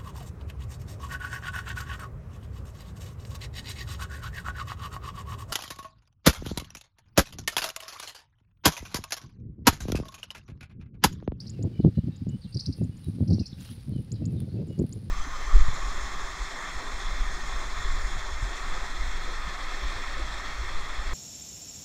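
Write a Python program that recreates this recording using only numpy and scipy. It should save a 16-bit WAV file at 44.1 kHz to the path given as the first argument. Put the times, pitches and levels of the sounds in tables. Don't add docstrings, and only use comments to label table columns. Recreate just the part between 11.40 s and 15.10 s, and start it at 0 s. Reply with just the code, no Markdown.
import sys
import numpy as np
from scipy import signal
from scipy.io import wavfile
from scipy.ndimage import uniform_filter1d

SR = 44100
rng = np.random.default_rng(int(sys.argv[2]) if len(sys.argv) > 2 else 0)


def volts(x):
    e = np.asarray(x, float) / 20
    return 10 ** e


def unload_wav(signal):
    wavfile.write(
        sys.argv[1],
        SR,
        np.round(np.clip(np.atleast_2d(signal).T, -1, 1) * 32767).astype(np.int16),
    )


N = 163170

# frequency in Hz, gain in dB.
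HISS_COLOUR = [(300, 3.5), (1200, 3.5), (3000, 2.5), (4800, 4.5), (6000, -5.5), (8000, -10.5), (9200, -20),
               (11500, -14)]
HISS_DB = -66
# time in seconds, level in dB.
DRONE_LEVEL = [
    (0, -81.5),
    (.8, -82.5),
    (1.15, -71.5),
    (1.9, -81.5),
]
DRONE_BAND_HZ = (8580, 9530)

# start in seconds, length in seconds, level in dB, start pitch in Hz, end pitch in Hz.
FAR_WHISTLES = [(0.41, 0.036, -55, 4430, 3080), (0.131, .055, -63, 2830, 2555),
                (0.169, 0.017, -69.5, 2170, 2150), (.235, 0.05, -72.5, 4540, 4600),
                (.545, 0.042, -67, 2950, 2890), (.55, 0.04, -64, 4024, 4130), (.5, 0.27, -75.5, 1833, 1753),
                (0.698, 0.06, -71.5, 2650, 2730), (.755, .04, -66, 4950, 4760),
                (1.07, 0.043, -67.5, 2800, 2700), (1.244, 0.028, -67, 2660, 2740),
                (1.381, 0.039, -63.5, 2700, 2637), (2.186, 0.012, -56.5, 2820, 2660),
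                (2.244, 0.024, -59, 2800, 2900), (2.827, 0.035, -67.5, 2675, 2670),
                (3.088, .075, -61.5, 4200, 4610), (3.068, .025, -70, 5680, 5700),
                (2.963, 0.055, -60.5, 3780, 3370), (0.722, 0.041, -61.5, 3830, 3730),
                (0.888, 0.07, -63.5, 2920, 2980), (1.013, 0.052, -55.5, 4700, 3450),
                (1.513, 0.086, -66, 2923, 2920), (1.633, 0.028, -58, 3980, 3810),
                (1.992, 0.058, -63, 2796, 2460), (2.096, 0.039, -50, 4600, 3685),
                (2.522, 0.056, -61.5, 4300, 3750), (2.531, 0.061, -61, 3085, 2925),
                (2.738, 0.035, -54.5, 5000, 3300), (2.755, 0.021, -57, 5000, 4000),
                (2.765, 0.022, -68, 3080, 3040), (3.172, 0.022, -68, 2620, 2680),
                (3.29, 0.065, -66, 2900, 2900), (3.278, 0.0092, -62, 7600, 6800)]
# start in seconds, length in seconds, level in dB, low note in Hz,
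# high note in Hz, swaps per second.
FAR_WARBLE = (.328, .1, -59, 2350, 2980, 46)
BUZZ_PER_HZ = 0.00025
CHATTER_DB, CHATTER_HZ = -77, (2300, 5300)
FIELD_T60_S, FAR_WET_DB = 0.28, -2.5

# time in seconds, level in dB.
RUSTLE_EFFORT = [(0, -83.5), (.95, -85.5), (1.15, -96), (1.38, -64), (1.49, -77.5), (1.65, -62),
                 (1.8, -68.5), (2.12, -75), (2.27, -59), (2.4, -65.5), (2.85, -76.5), (2.93, -68),
                 (3.2, -78.5), (3.55, -65.5), (3.7, -69.5)]
# frequency in Hz, gain in dB.
GRASS_COLOUR = [(1500, -29), (4500, 0.5), (7700, -19.5), (8300, -13), (9200, 6), (10400, 2), (12100, -10),
                (15500, -17.5)]
# frequency in Hz, gain in dB.
SWEEP_COLOUR = [(600, -4), (4500, 3), (7000, -8.5), (15500, -12)]
SWEEP_CENTRE_S, SWEEP_HALF_WIDTH_S, SWEEP_DB = 2.238, 0.068, -56
SWEEP_TAIL = 2.4
PATCH_DB, CRACKLE_DB = 2.8, 1
# time in seconds, peak in dB.
STALK_SNAPS = [(0.687, -60), (1.11, -56), (1.37, -53), (1.3793, -51), (1.5943, -54), (1.6446, -45),
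               (2.176, -62), (2.202, -56), (2.2323, -47), (2.607, -52), (2.648, -53), (3.1368, -60),
               (3.271, -55), (3.3333, -58), (3.36, -60), (3.5743, -63), (3.6321, -78), (1.866, -66),
               (2.494, -47), (2.9234, -50), (3.004, -40), (3.4255, -51), (3.466, -48), (3.494, -46)]
# frequency in Hz, gain in dB.
SNAP_COLOUR = [(2000, -27), (7800, -24), (9300, 9), (12000, -5.5), (15500, -3.5)]

# start in seconds, length in seconds, peak in dB, start pitch in Hz, top pitch in Hz.
TRILL_SYLLABLES = [(0.0, 0.017, -34.5, 3910, 5730), (.063, 0.023, -38.5, 3770, 5700),
                   (1.118, 0.033, -47, 4430, 4800), (1.141, 0.015, -33.5, 4200, 5860),
                   (1.168, .011, -29, 4430, 5030), (1.191, 0.025, -28, 3865, 5565),
                   (1.256, 0.019, -27, 3636, 5540), (1.323, .019, -35, 4250, 5360),
                   (1.872, 0.02, -42, 4080, 5580), (1.900, 0.023, -36.5, 4310, 5350),
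                   (1.924, 0.025, -33.5, 3740, 5700), (1.989, 0.028, -36, 3600, 5700),
                   (2.054, 0.021, -33, 3830, 5530)]
TRILL_END_HZ, TRILL_FLOOR_HZ = 4300, 3750
TRILL_PEAK_AT, SYLLABLE_SHAPE, TOP_DIP, RASP = 0.58, 1.1, 0.6, 0.5
OVERTONE_DB, TRILL_WET_DB = -21, -7

# time in seconds, peak in dB.
CHIP_CALLS = [(0.0964, -43), (0.2271, -45.5), (0.7617, -56.5), (0.8903, -52.5), (1.4383, -55),
              (1.57, -59.5), (2.073, -54.5), (2.205, -52.5), (2.7191, -41), (2.8556, -44.5), (3.391, -48),
              (3.5268, -43.5)]
CHIP_HZ, CHIP_S, CHIP_RISE, CHIP_WET_DB = 6920, 0.009, 0.2, -25
CHIP_TICK_HZ, CHIP_TICK_DB, CHIP_TICK_S, CHIP_LEAD_S = 4960, 2.5, 0.00075, 0.0008

# time in seconds, peak in dB.
EDDY_SLAPS = [(0.201, -58), (0.245, -43), (0.393, -53), (0.448, -14.5), (0.576, -39), (0.868, -33.5),
              (1.385, -41), (1.416, -30.5), (1.785, -38), (1.806, -29), (1.877, -50), (1.891, -42),
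              (1.91, -27), (1.983, -31), (2.492, -49), (2.727, -58), (2.93, -40), (3.021, -53),
              (3.144, -56), (3.188, -49), (3.274, -41), (3.397, -30), (3.44, -34)]
# frequency in Hz, gain in dB.
SLAP_SPECTRUM = [(50, -27), (150, 1.5), (350, -4.5), (700, -24), (1400, -44.5), (3000, -76)]
SLAP_DB = 3

# centre in seconds, width in seconds, peak in dB.
BUFFETS = [(0.207, 0.044, -27.5), (0.249, 0.035, -17.5), (0.398, 0.0099, -8), (0.459, 0.049, -7),
           (0.582, 0.026, -11), (0.643, 0.018, -23), (0.681, 0.037, -20.5), (0.819, 0.027, -23.5),
           (0.879, 0.056, -23), (0.941, 0.039, -23), (1.055, 0.019, -27.5), (1.159, 0.034, -20),
           (1.289, 0.038, -19.5), (1.422, 0.059, -18.5), (1.496, 0.011, -25.5), (1.685, 0.047, -22.5),
           (1.757, 0.09, -37), (1.82, 0.035, -14), (1.912, 0.084, -14.5), (2.008, 0.023, -16),
           (2.128, 0.012, -25.5), (2.194, 0.056, -35), (2.309, 0.039, -32), (2.381, 0.0063, -25.5),
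                (2.494, 0.051, -25), (2.527, 0.012, -21.5), (2.558, 0.019, -18), (2.593, 0.029, -22),
                (2.733, 0.053, -24.5), (2.828, 0.094, -25), (2.876, 0.039, -25), (2.946, 0.096, -24),
                (3.024, 0.035, -24), (3.081, 0.015, -28.5), (3.147, 0.06, -26.5), (3.203, 0.069, -26),
                (3.299, 0.03, -30), (3.4, 0.048, -17.5), (3.444, 0.025, -22.5), (3.564, 0.012, -21.5)]
# time in seconds, level in dB, edge share in dB.
BREEZE_LEVEL = [(0, -40.5, -11.5), (0.248, -35.5, -4), (0.482, -41, -8.5), (0.551, -40.5, -19.5),
                (.9, -49, -21), (1.02, -56.5, -17), (1.45, -37.5, -16), (1.599, -46.5, -17),
                (1.962, -31.5, -10.5), (2.069, -54.5, -24), (2.65, -44.5, -10.5), (2.9, -40, -8.5),
                (3.2, -40, -3.5), (3.7, -38.5, -10)]
# frequency in Hz, gain in dB.
BODY_COLOUR = [(25, -37.5), (45, -19), (70, -4.5), (110, 4.5), (160, 0), (240, -4.5), (330, -13.5),
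               (900, -100)]
# frequency in Hz, gain in dB.
EDGE_COLOUR = [(100, -24), (220, 5.5), (320, 3.5), (450, -8), (620, -18), (800, -29.5), (1300, -50.5),
               (3000, -100)]
RISE_SHARE, GUST_STRETCH, GUST_DB = 0.4, 1.583, -5
LUMPS_DB, LUMP_S, STEADY_S = 5, 0.0035, 0.017
EDGE_DB, EDGE_GROWTH, PORT_HZ = -0.5, 0.19, 56
MIC_EDGE_HZ = 15750


def evened(x):
    return x / np.sqrt(np.mean(x ** 2) + 1e-20)


def curve(points):
    s, value = np.transpose(points)
    return np.interp(np.arange(N) / SR, s, value)


def colour(x, points):
    f, db = np.transpose(points)
    log_hz = np.log(np.fft.rfftfreq(8192, 1 / SR) + 1)
    log_gain = np.log(volts(np.interp(log_hz, np.log(f), db)))
    full = np.r_[log_gain, log_gain[-2:0:-1]]
    taps = np.fft.ifft(np.exp(np.conj(signal.hilbert(full)))).real[:6000]
    return signal.oaconvolve(x, taps / np.linalg.norm(taps))[:N]


def drift(span_s):
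    size = max(round(span_s * SR), 2)
    once = uniform_filter1d(rng.standard_normal(N), size)
    return evened(uniform_filter1d(once, size))


def add(mix, s, sound):
    part = mix[max(round(s * SR), 0):][:len(sound)]
    part += sound[:len(part)]


def glide(hz):
    return 2 * np.pi * np.cumsum(hz) / SR


def field(x):
    taps = np.zeros(SR // 2)
    at = np.arange(80, SR // 2 - 20, 20) + rng.integers(0, 20, (SR // 2 - 81) // 20)
    taps[at] = rng.standard_normal(len(at)) * volts(-60 * at / SR / FIELD_T60_S)
    return signal.oaconvolve(x, taps / np.linalg.norm(taps))[:N]


def hiss():
    band = signal.butter(2, DRONE_BAND_HZ, 'band', fs=SR, output='sos')
    drone = evened(signal.sosfilt(band, rng.standard_normal(N)))
    drone = drone * volts(curve(DRONE_LEVEL) + 3 * drift(0.01))
    air = rng.standard_normal(N) * volts(HISS_DB + 1.5 * drift(0.0042))
    return drone + colour(air, HISS_COLOUR)


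def chatter(count):
    s, length, size, pitch, bend = rng.random((count, 5)).T
    hz = CHATTER_HZ[0] * (CHATTER_HZ[1] / CHATTER_HZ[0]) ** pitch
    db = CHATTER_DB + 7 * size ** 2
    return list(zip(s * (N / SR - 0.1), 0.015 + 0.04 * length, db, hz, hz * (1 - 0.2 * bend)))


def warble():
    _, length, db, low_hz, high_hz, rate = FAR_WARBLE
    t = np.arange(0, length, 1 / SR)
    high_on = (t * rate % 1 > 0.38) | (t * rate > 4)
    up = uniform_filter1d(high_on * 1., 200)
    high = up * np.sin(2 * np.pi * high_hz * t)
    low = 0.93 * (1 - up) * np.sin(2 * np.pi * low_hz * t)
    return volts(db) * np.sin(np.pi * t / length) ** 0.5 * (high + low)


def whistles():
    out, buzz = np.zeros(N), drift(0.00082)
    for s, length, db, start_hz, end_hz in FAR_WHISTLES + chatter(count=60):
        u = np.arange(0, 1, 1 / (length * SR))
        share = min(BUZZ_PER_HZ * abs(end_hz - start_hz) + 0.15 + 0.15 * (start_hz > 3500), 0.55)
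        voice = 1 - share + share * buzz[round(s * SR):][:len(u)]
        tone = np.sin(glide(start_hz + (end_hz - start_hz) * u ** 1.3))
        add(out, s, volts(db) * voice * np.sin(np.pi * u) ** 0.088 * tone)
    out = out * volts(2.5 * drift(0.01))
    out = out + volts(FAR_WET_DB) * field(out)
    add(out, FAR_WARBLE[0], warble())
    return out


def patchy(x, patch_db):
    z = signal.stft(x, nperseg=256)[2]
    patches = rng.standard_normal(z.shape[::-1]).T
    patches = uniform_filter1d(patches, size=5, axis=0)
    patches = evened(uniform_filter1d(patches, size=7, axis=1))
    return signal.istft(z * volts(patch_db * patches), nperseg=256)[1][:N]


def snapping():
    snaps = np.zeros(N)
    for s, db in STALK_SNAPS:
        add(snaps, s, volts(db + 13) * np.hanning(4))
    return colour(snaps, SNAP_COLOUR) + 0.32 * colour(snaps, SWEEP_COLOUR)


def grass():
    grains = patchy(rng.standard_normal(N), PATCH_DB)
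    grains = grains * volts(3.0 * drift(0.001) + 1.8 * drift(0.012))
    rustle = colour(evened(grains) * volts(curve(RUSTLE_EFFORT)), GRASS_COLOUR)
    t = np.arange(N) / SR - SWEEP_CENTRE_S
    stroke = np.exp(-(t / (SWEEP_HALF_WIDTH_S * np.where(t > 0, SWEEP_TAIL, 1))) ** 2)
    crackle = evened(grains[::-1] * volts(CRACKLE_DB * drift(0.0045)))
    sweep = colour(crackle * volts(SWEEP_DB) * stroke, SWEEP_COLOUR)
    return rustle + sweep + snapping()


def trill():
    out = np.zeros(N)
    for s, length, db, start_hz, top_hz in TRILL_SYLLABLES:
        u = np.arange(0, 1, 1 / (length * SR))
        turn = glide(np.interp(u, [0, TRILL_PEAK_AT, 1], [start_hz, top_hz, TRILL_END_HZ]))
        dip = 1 - TOP_DIP * np.exp(-(6 * (u - TRILL_PEAK_AT)) ** 2)
        shape = np.sin(np.pi * u) ** SYLLABLE_SHAPE * dip
        voice = np.sin(turn) + volts(OVERTONE_DB) * (1 - u) * np.sin(2 * turn)
        add(out, s, volts(db + 1.5) * shape * voice)
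    out = out * (1 - RASP + RASP * drift(0.0007))
    echoes = field(out * drift(0.002))
    beak = signal.butter(8, TRILL_FLOOR_HZ, 'high', fs=SR, output='sos')
    return signal.sosfilt(beak, out + volts(TRILL_WET_DB) * echoes)


def chips():
    out, u = np.zeros(N), np.arange(0, 1, 1 / (CHIP_S * SR))
    t = np.arange(-3 * CHIP_TICK_S, 3 * CHIP_TICK_S, 1 / SR)
    turn = glide(CHIP_TICK_HZ * (1 + 0.13 * t / CHIP_TICK_S))
    tick = np.exp(-(t / CHIP_TICK_S) ** 2) * (np.sin(turn) + volts(-14.5) * np.sin(2 * turn))
    bend_hz = CHIP_HZ * (0.96 + 0.05 * np.exp(-10 * u) + CHIP_RISE * u ** 2.5)
    shape = np.minimum(u / 0.039, 1) * np.clip((1 - u) / 0.082, 0, 1)
    note = shape * np.sin(glide(bend_hz))
    for s, db in CHIP_CALLS:
        add(out, s, volts(db) * note)
        add(out, s - CHIP_LEAD_S - 3 * CHIP_TICK_S, volts(db + CHIP_TICK_DB) * tick)
    return out + volts(CHIP_WET_DB) * field(out)


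def slaps():
    out = np.zeros(N)
    for s, db in EDDY_SLAPS:
        add(out, s, volts(db + SLAP_DB) * rng.choice([-1, 1]) * np.hanning(31))
    return colour(out, SLAP_SPECTRUM)


def steadied(x):
    power = uniform_filter1d(x ** 2, round(STEADY_S * SR))
    return evened(x / (power + 0.04) ** 0.64)


def gust_push():
    push = volts(curve(np.array(BREEZE_LEVEL)[:, :2]))
    for centre, width, db in BUFFETS:
        u = np.arange(0, 1, 1 / (width * GUST_STRETCH * SR))
        swell = np.sin(np.pi / 2 * np.minimum(u / RISE_SHARE, (1 - u) / (1 - RISE_SHARE))) ** 2
        add(push, centre - RISE_SHARE * width * GUST_STRETCH, volts(db + GUST_DB) * swell)
    return push


def wind():
    push = gust_push()
    air = rng.standard_normal(N)
    edge_share = volts(curve(np.array(BREEZE_LEVEL)[:, ::2]))
    lumps = evened(volts(LUMPS_DB * drift(LUMP_S)))
    edge = push * (push / volts(-26.5)) ** EDGE_GROWTH * edge_share * lumps
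    body = steadied(colour(air, BODY_COLOUR)) * push
    rumble = volts(-44.5) * drift(0.003)
    bright = volts(EDGE_DB) * colour(air * edge, EDGE_COLOUR)
    port = signal.butter(2, PORT_HZ, 'high', fs=SR, output='sos')
    return signal.sosfilt(port, body + rumble + bright)


def scene():
    return (wind() + grass() + hiss() + chips() + trill() + whistles() + slaps())[None]


def low_pass(x):
    return signal.sosfilt(signal.butter(12, 16550, fs=SR, output="sos"), x)


def record(dry):
    edge = signal.firwin(401, MIC_EDGE_HZ, window=("kaiser", 8), fs=SR)
    return low_pass(signal.oaconvolve(dry, edge[None], "same"))


dry = scene()
out = record(dry)
unload_wav(out)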